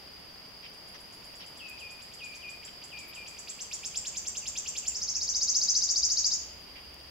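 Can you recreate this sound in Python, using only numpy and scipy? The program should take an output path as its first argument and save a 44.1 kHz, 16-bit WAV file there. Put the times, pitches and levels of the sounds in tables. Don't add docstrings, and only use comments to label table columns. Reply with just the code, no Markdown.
import sys
import numpy as np
from scipy import signal
from scipy.fft import rfft, irfft
from scipy.io import wavfile
from scipy.ndimage import uniform_filter1d

SR = 44100
rng = np.random.default_rng(int(sys.argv[2]) if len(sys.argv) > 2 else 0)


def transcribe(signal):
    frames = np.atleast_2d(signal).T
    limited = np.clip(frames, -1, 1)
    pcm = np.round(limited * 32767).astype(np.int16)
    wavfile.write(sys.argv[1], SR, pcm)


N = 313110


def amp(db):
    return 10 ** (np.asarray(db) / 20)


def unit(x):
    return x / np.sqrt(np.mean(x ** 2) + 1e-20)


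def read(points, hz):
    f, value = np.transpose(points)
    return np.interp(np.log(hz + 1), np.log(f + 1), value)


def follow(rows, s):
    times, *columns = np.transpose(rows)
    return [np.interp(s, times, c) for c in columns]


def add(mix, s, sound):
    part = mix[..., max(round(s * SR), 0):][..., :sound.shape[-1]]
    part += sound[..., :part.shape[-1]]


def noise(gain, likeness):
    a, b = rfft(rng.standard_normal((2, N)))
    same = np.clip(likeness, -1, 1)
    return unit(irfft(np.array([a, same * a + np.sqrt(1 - same ** 2) * b]) * gain, N))


def wander(size, seconds):
    knots = rng.standard_normal(512)
    return np.interp(np.arange(size) / SR / seconds, np.arange(len(knots)), knots)


def phase_of(hz):
    return 2 * np.pi * np.cumsum(hz) / SR


def slur(db, first_hz, last_hz, length_s, waver=0.012):
    size = int(length_s * SR)
    pitch = np.linspace(first_hz, last_hz, size) * (1 + waver * wander(size, 0.00367))
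    return amp(db) * np.sin(phase_of(pitch)) * signal.windows.tukey(size, .6)


def woodland_air(level_db=-52.5):
    # (frequency [Hz], relative density [dB])
    spectrum = [(20, -6.5), (45, -3.5), (70, -2), (120, -1.5), (180, 0.5), (300, -2.5), (600, -2.5),
                (1000, -5), (1600, -8.5), (2100, -6), (3100, -6.5), (3900, -11.5), (6500, -18.5),
                (15500, -22.5)]
    # (frequency [Hz], correlation [0..1])
    likeness = [(30, 0.55), (90, 0.59), (180, 0.48), (400, 0.43), (1500, 0.27), (5000, 0.019),
                (15000, 0.35)]
    hz = np.fft.rfftfreq(N, 1 / SR)
    return amp(level_db + 0.3 * wander(N, 0.352)) * noise(amp(read(spectrum, hz)), read(likeness, hz))


def rumble(up_s=3.45, rise_s=0.68, before_db=-69, after_db=-60, centre_hz=66, width_hz=15):
    hz = np.fft.rfftfreq(N, 1 / SR)
    level_db = np.interp(np.arange(N) / SR, [up_s, up_s + rise_s], [before_db, after_db])
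    band = np.exp(-.5 * ((hz - centre_hz) / width_hz) ** 2)
    return amp(level_db + 1.1 * wander(N, 0.11)) * noise(band, likeness=0.96)


def whine(level_db=-50.5):
    # (frequency [Hz], relative density [dB])
    spectrum = [(4100, -69), (4400, -13.5), (4600, 2.5), (4780, -1), (4920, 6.5), (5080, -4), (5300, -13),
                (5800, -20)]
    # (centre [Hz], half-width [Hz], level [dB])
    lines = [(4770, 31, -63), (8820, 34, -70.5), (12500, 120, -75.5)]
    hz = np.fft.rfftfreq(N, 1 / SR)
    band = amp(read(spectrum, hz)) * (abs(hz - 5000) < 1000)
    out = amp(level_db) * noise(band, likeness=0.033)
    for centre_hz, width_hz, db in lines:
        out += amp(db) * noise(1 / (1 + ((hz - centre_hz) / width_hz) ** 4), likeness=0.15)
    return out


def far_calls_and_clicks():
    # (time [s], level [dB], centre [Hz], width [octaves], length [s])
    calls = [(.62, -49.5, 2560, 0.44, 0.065), (.935, -49.5, 1900, 0.72, 0.036), (.94, -53, 5400, .2, .035),
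             (1.39, -49, 2840, 0.54, 0.063), (2.67, -49.5, 2520, 0.64, 0.028),
             (3.065, -54, 11700, 0.2, 0.057), (6.74, -50.5, 2450, 0.37, 0.076)]
    # (time [s], level [dB], centre [Hz], width [octaves], length [s])
    clicks = [(.698, -54, 12500, .3, 0.0043), (1.695, -47, 12100, .3, .005),
              (6.941, -48, 9900, 0.64, 0.0042)]
    out = np.zeros((2, N))
    hz = np.fft.rfftfreq(SR, 1 / SR) + 1
    for s, db, centre_hz, octaves, length_s in calls + clicks:
        band = np.exp(-.5 * (np.log2(hz / centre_hz) / octaves) ** 2)
        burst = unit(irfft(rfft(rng.standard_normal((2, SR))) * band))[:, :int(length_s * SR)]
        add(out, s, amp(db) * burst * signal.windows.tukey(burst.shape[1], .7))
    return out


def foliage(song, near_db, far_db, near_t60_s=0.069, near_rise_s=.007, far_rise_s=0.012):
    # (frequency [Hz], time to fall 60 dB [s])
    decay = [(2000, 0.74), (4500, 0.6), (6000, 0.43), (7500, 0.5), (14000, 0.45)]
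    # (frequency [Hz], gain [dB])
    scatter = [(2500, -2), (4500, 0), (6200, 6.5), (7400, 0), (9000, 3.5), (14000, 5.5)]
    hz, frame_s, spectra = signal.stft(rng.standard_normal((2, SR)), SR, nperseg=256)
    fade = amp(-60 * frame_s / read(decay, hz)[:, None])
    deep = signal.istft(spectra * fade, SR, nperseg=256)[1][:, :SR]
    t = np.arange(SR) / SR
    deep = unit(deep * (1 - np.exp(-t / far_rise_s)))
    leaves = rng.standard_normal((2, SR)) * (rng.random((2, SR)) < 2000 / SR)
    near = unit(leaves * amp(-60 * t / near_t60_s) * (1 - np.exp(-t / near_rise_s)))
    tail = (amp(near_db) * near + amp(far_db) * deep) / np.sqrt(SR)
    spread = irfft(rfft(song) * amp(read(scatter, np.fft.rfftfreq(N, 1 / SR))), N)
    return signal.fftconvolve(spread[None], tail, axes=1)[:, :N]


def far_birds(chip_db=-1, run_start_s=6.42, run_step_s=.0815, run_notes=8):
    # (time [s], relative level [dB])
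    chips = [(.631, -57), (1.391, -55), (2.653, -55)]
    # (delay [s], relative level [dB], first pitch [Hz], last pitch [Hz], length [s])
    parts = [(0, 1, 5470, 5360, 0.025), (.017, 1, 3290, 2870, 0.0284)]
    song = np.zeros(N)
    for s, db in chips:
        for delay, *part in parts:
            add(song, s + delay, amp(db + chip_db) * slur(*part, waver=0.021))
    for k in range(run_notes):
        falling = slur(db=-59, first_hz=3400, last_hz=2650, length_s=.03, waver=.05)
        add(song, run_start_s + k * run_step_s, falling)
    return song


def whistler(droop_delay_s=.088, droop_db=-2.5, droop_fall=0.077):
    # (time [s], pitch [x held pitch], relative level [dB])
    shape = [(0, 1.42, -19), (.011, 1.29, -4.5), (.026, 1.07, 2), (.035, 1.005, 2), (0.061, 1, 1),
             (.084, 1, 4.5), (0.099, 0.9, -25)]
    # (time [s], delay of the second [s], level [dB], first pitch [Hz], second pitch [Hz])
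    pairs = [(1.582, .21, -47.5, 2598, 2455), (2.186, .224, -47, 2460, 2440),
             (2.903, .241, -47.5, 2417, 2410)]
    song = np.zeros(N)
    t = np.arange(0, shape[-1][0], 1 / SR)
    factor, swell_db = follow(shape, t)
    for start, gap, db, first_hz, second_hz in pairs:
        for s, hz in (start, first_hz), (start + gap, second_hz):
            pitch = hz * factor * (1 + 0.0029 * wander(len(t), 0.014))
            call = amp(db + swell_db) * np.sin(phase_of(pitch)) * signal.windows.tukey(len(t), .1)
            add(song, s, call)
        droop = slur(db + droop_db, first_hz, first_hz * (1 - droop_fall), length_s=0.067)
        add(song, start + droop_delay_s, droop)
    return song


def neighbour(fall=.25):
    # (time [s], level [dB], first pitch [Hz])
    slurs = [(3.505, -56, 3700), (3.634, -56, 3550), (3.759, -57, 3700), (3.9, -54, 3600),
             (4.123, -57, 2975), (4.415, -51, 3000), (4.565, -56, 3100), (4.639, -55, 3200),
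             (4.731, -53, 3150), (4.818, -52.5, 3150), (4.898, -51.5, 3140), (5.157, -54, 2950)]
    song = np.zeros(N)
    for s, db, hz in slurs:
        add(song, s, slur(db, hz, hz * (1 - fall), length_s=.033))
    return song


def perch(song, left_lag_s=.000023):
    # (time [s], left minus right [dB])
    facing = [(.5, -1), (3, -1.5), (4.8, -0.5), (5.2, 0.5), (5.7, 3), (6.3, 4)]
    # (delay [s], left gain [dB], right gain [dB])
    trunks = [(.0062, -12, -13), (.0105, -14, -12.5), (.0135, -17, -17), (.029, -16, -17)]
    lean_db, = follow(facing, np.arange(N) / SR)
    left = irfft(rfft(song) * np.exp(-2j * np.pi * np.fft.rfftfreq(N, 1 / SR) * left_lag_s), N)
    out = np.array([left, song]) * amp(np.array([lean_db, -lean_db]) / 2)
    for delay, *gains_db in trunks:
        for channel, db in zip(out, gains_db):
            add(channel, delay + rng.uniform(-.0001, .0001), amp(db) * song)
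    return out


def high_pip(form, db, length_s=0.025):
    # (blend [0..1], pitch [Hz], scoop [share of pitch], delay [s])
    ends = [(0, 11200, -0.36, .003), (1, 8470, 0.145, .012)]
    hz, scoop, delay = follow(ends, form ** 2.2)
    t = np.arange(0, length_s, 1 / SR)
    glide = 1 + scoop * np.exp(-t / 0.00475) + 0.024 * wander(len(t), 0.00177)
    return delay, amp(db) * np.sin(phase_of(hz * glide)) * signal.windows.tukey(len(t), .7)


def warbler_note(form, stretch=1, low_db=0, waver=0.0054, flutter_db=3.0):
    # (time from the note's middle [s], pitch [Hz], relative level [dB])
    tick_form = [(-.02, 2123, -13), (-.012, 2580, -5.5), (-.006, 3516, -12), (-.002, 5070, -7.5),
                 (.002, 6300, -13.5), (.007, 7340, -2.5), (.012, 8050, -6), (.018, 8440, 3.5),
                 (.022, 8300, -32)]
    sip_form = [(-.021, 2150, -35), (-.014, 2426, -12), (-.005, 3520, -10.5), (-.001, 4860, -7),
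                (.005, 5730, -3.5), (.0095, 6920, -1), (0.017, 7380, 2.5), (0.021, 7600, 2),
                (.026, 7600, -47)]
    trill_form = [(-.018, 3570, -48), (-.013, 3750, -23), (-.0075, 3967, -22), (-.005, 4543, -4),
                  (.005, 5420, -2.5), (.012, 6250, -3), (0.0204, 7450, -6), (.0259, 6520, -15),
                  (.032, 6150, -33)]
    # (pitch [Hz], relative level [dB])
    octave_curve = [(3500, -28), (4500, -40), (5500, -42), (6200, -37), (6800, -29.5), (7600, -33)]
    shares = np.maximum(1 - abs(np.clip(form, 0, 2) - np.arange(3)), 0)
    tick_share, _, trill_share = shares
    shape = np.tensordot(shares, np.array([tick_form, sip_form, trill_form]), 1) * [stretch, 1, 1]
    t = np.arange(shape[0, 0], shape[-1, 0], 1 / SR)
    hz, db = (uniform_filter1d(c, size=70) for c in follow(shape, t))
    phase = phase_of(hz * (1 + waver * wander(len(t), 0.00193)))
    low = np.clip((6200 - hz) / 1500, 0, 1)
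    reedy = low * (1 - trill_share)
    octave = amp(read(octave_curve, hz) + 5 * tick_share) + reedy * amp(-16)
    tone = np.sin(phase) + octave * np.sin(2 * phase) + reedy * amp(-22) * np.sin(3 * phase)
    envelope = amp(db + low * low_db + flutter_db * wander(len(t), 0.002105))
    return t[0], tone * envelope * signal.windows.tukey(len(t), .1)


def warbler_lead_in(voice_db=2, swell_s=1.3):
    tick_times = [0.73, .8734, .9968, 1.122, 1.2374, 1.3488, 1.457, 1.5664, 1.679, 1.793, 1.9027, 2.0167,
                  2.132, 2.239, 2.349, 2.4914, 2.644, 2.8347, 2.984, 3.1428, 3.2735, 3.3833]
    # (time [s], relative level [dB])
    sips = [(3.4874, -36.5), (3.6048, -36), (3.728, -33), (3.8482, -33), (3.9597, -32.5), (4.0629, -33.5),
            (4.165, -33), (4.2665, -33), (4.365, -33.5), (4.4694, -31.5), (4.57, -32.5), (4.673, -31.5),
            (4.769, -32.5), (4.868, -31)]
    # (time [s], form [0 tick, 1 sip])
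    ripening = [(2.4, 0.064), (3.3, 0.23), (3.55, .8), (3.95, 1)]
    # (time [s], level [dB])
    pip_level = [(.7, -62), (.9, -56), (3.3, -57), (3.75, -47), (4.05, -45), (4.9, -52.5)]
    song = np.zeros(N)
    ticks = [(s, -37.5 - 21 * np.exp((tick_times[0] - s) / swell_s)) for s in tick_times]
    for s, db in ticks + sips:
        form, = follow(ripening, s)
        offset, sound = warbler_note(form)
        add(song, s + offset, amp(db + voice_db) * sound)
        delay, pip = high_pip(form, *follow(pip_level, s))
        add(song, s + delay, pip)
    return song


def warbler_trill(start_s=4.9523, step_s=.06619, drag_s=.0457, notes=21, voice_db=1.5):
    # (time [s], relative level [dB])
    effort = [(4.95, -28), (5.16, -26.5), (5.36, -23.5), (5.58, -22), (6.0, -21.5), (6.32, -24)]
    song = np.zeros(N)
    for k, progress in enumerate(np.linspace(0, 1, notes)):
        s = start_s + k * step_s + drag_s * progress ** 3
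        db, = follow(effort, s)
        offset, sound = warbler_note(form=2, stretch=.94 + .1 * progress, low_db=1 - 6.5 * np.exp(-k / 5))
        add(song, s + offset, amp(db + voice_db) * sound)
    return song


def scene(whistler_lean_db=3):
    song = warbler_lead_in() + warbler_trill()
    slurs, whistles, chirps = neighbour(), whistler(), far_birds()
    close = perch(song) + foliage(song, near_db=-7, far_db=-4.5)
    nearby = slurs + foliage(slurs, near_db=1, far_db=-6)
    lean_left = amp(np.array([[1], [-1]]) * whistler_lean_db / 2)
    midway = (whistles + foliage(whistles, near_db=.5, far_db=1)) * lean_left
    distant = chirps + foliage(chirps, near_db=3, far_db=2)
    return close + nearby + midway + distant + far_calls_and_clicks() + woodland_air() + rumble() + whine()


def record(dry, notch_hz=8270, notch_half_width_hz=330, edge_hz=15800):
    hz = np.fft.rfftfreq(N, 1 / SR)
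    offset = ((hz - notch_hz) / notch_half_width_hz) ** 2
    notched = irfft(rfft(dry) * offset / (1 + offset), N)
    lowpass = signal.firwin(511, edge_hz, window=("kaiser", 9), fs=SR)
    return signal.oaconvolve(notched, lowpass[None], "same")


dry = scene()
out = record(dry)
transcribe(out)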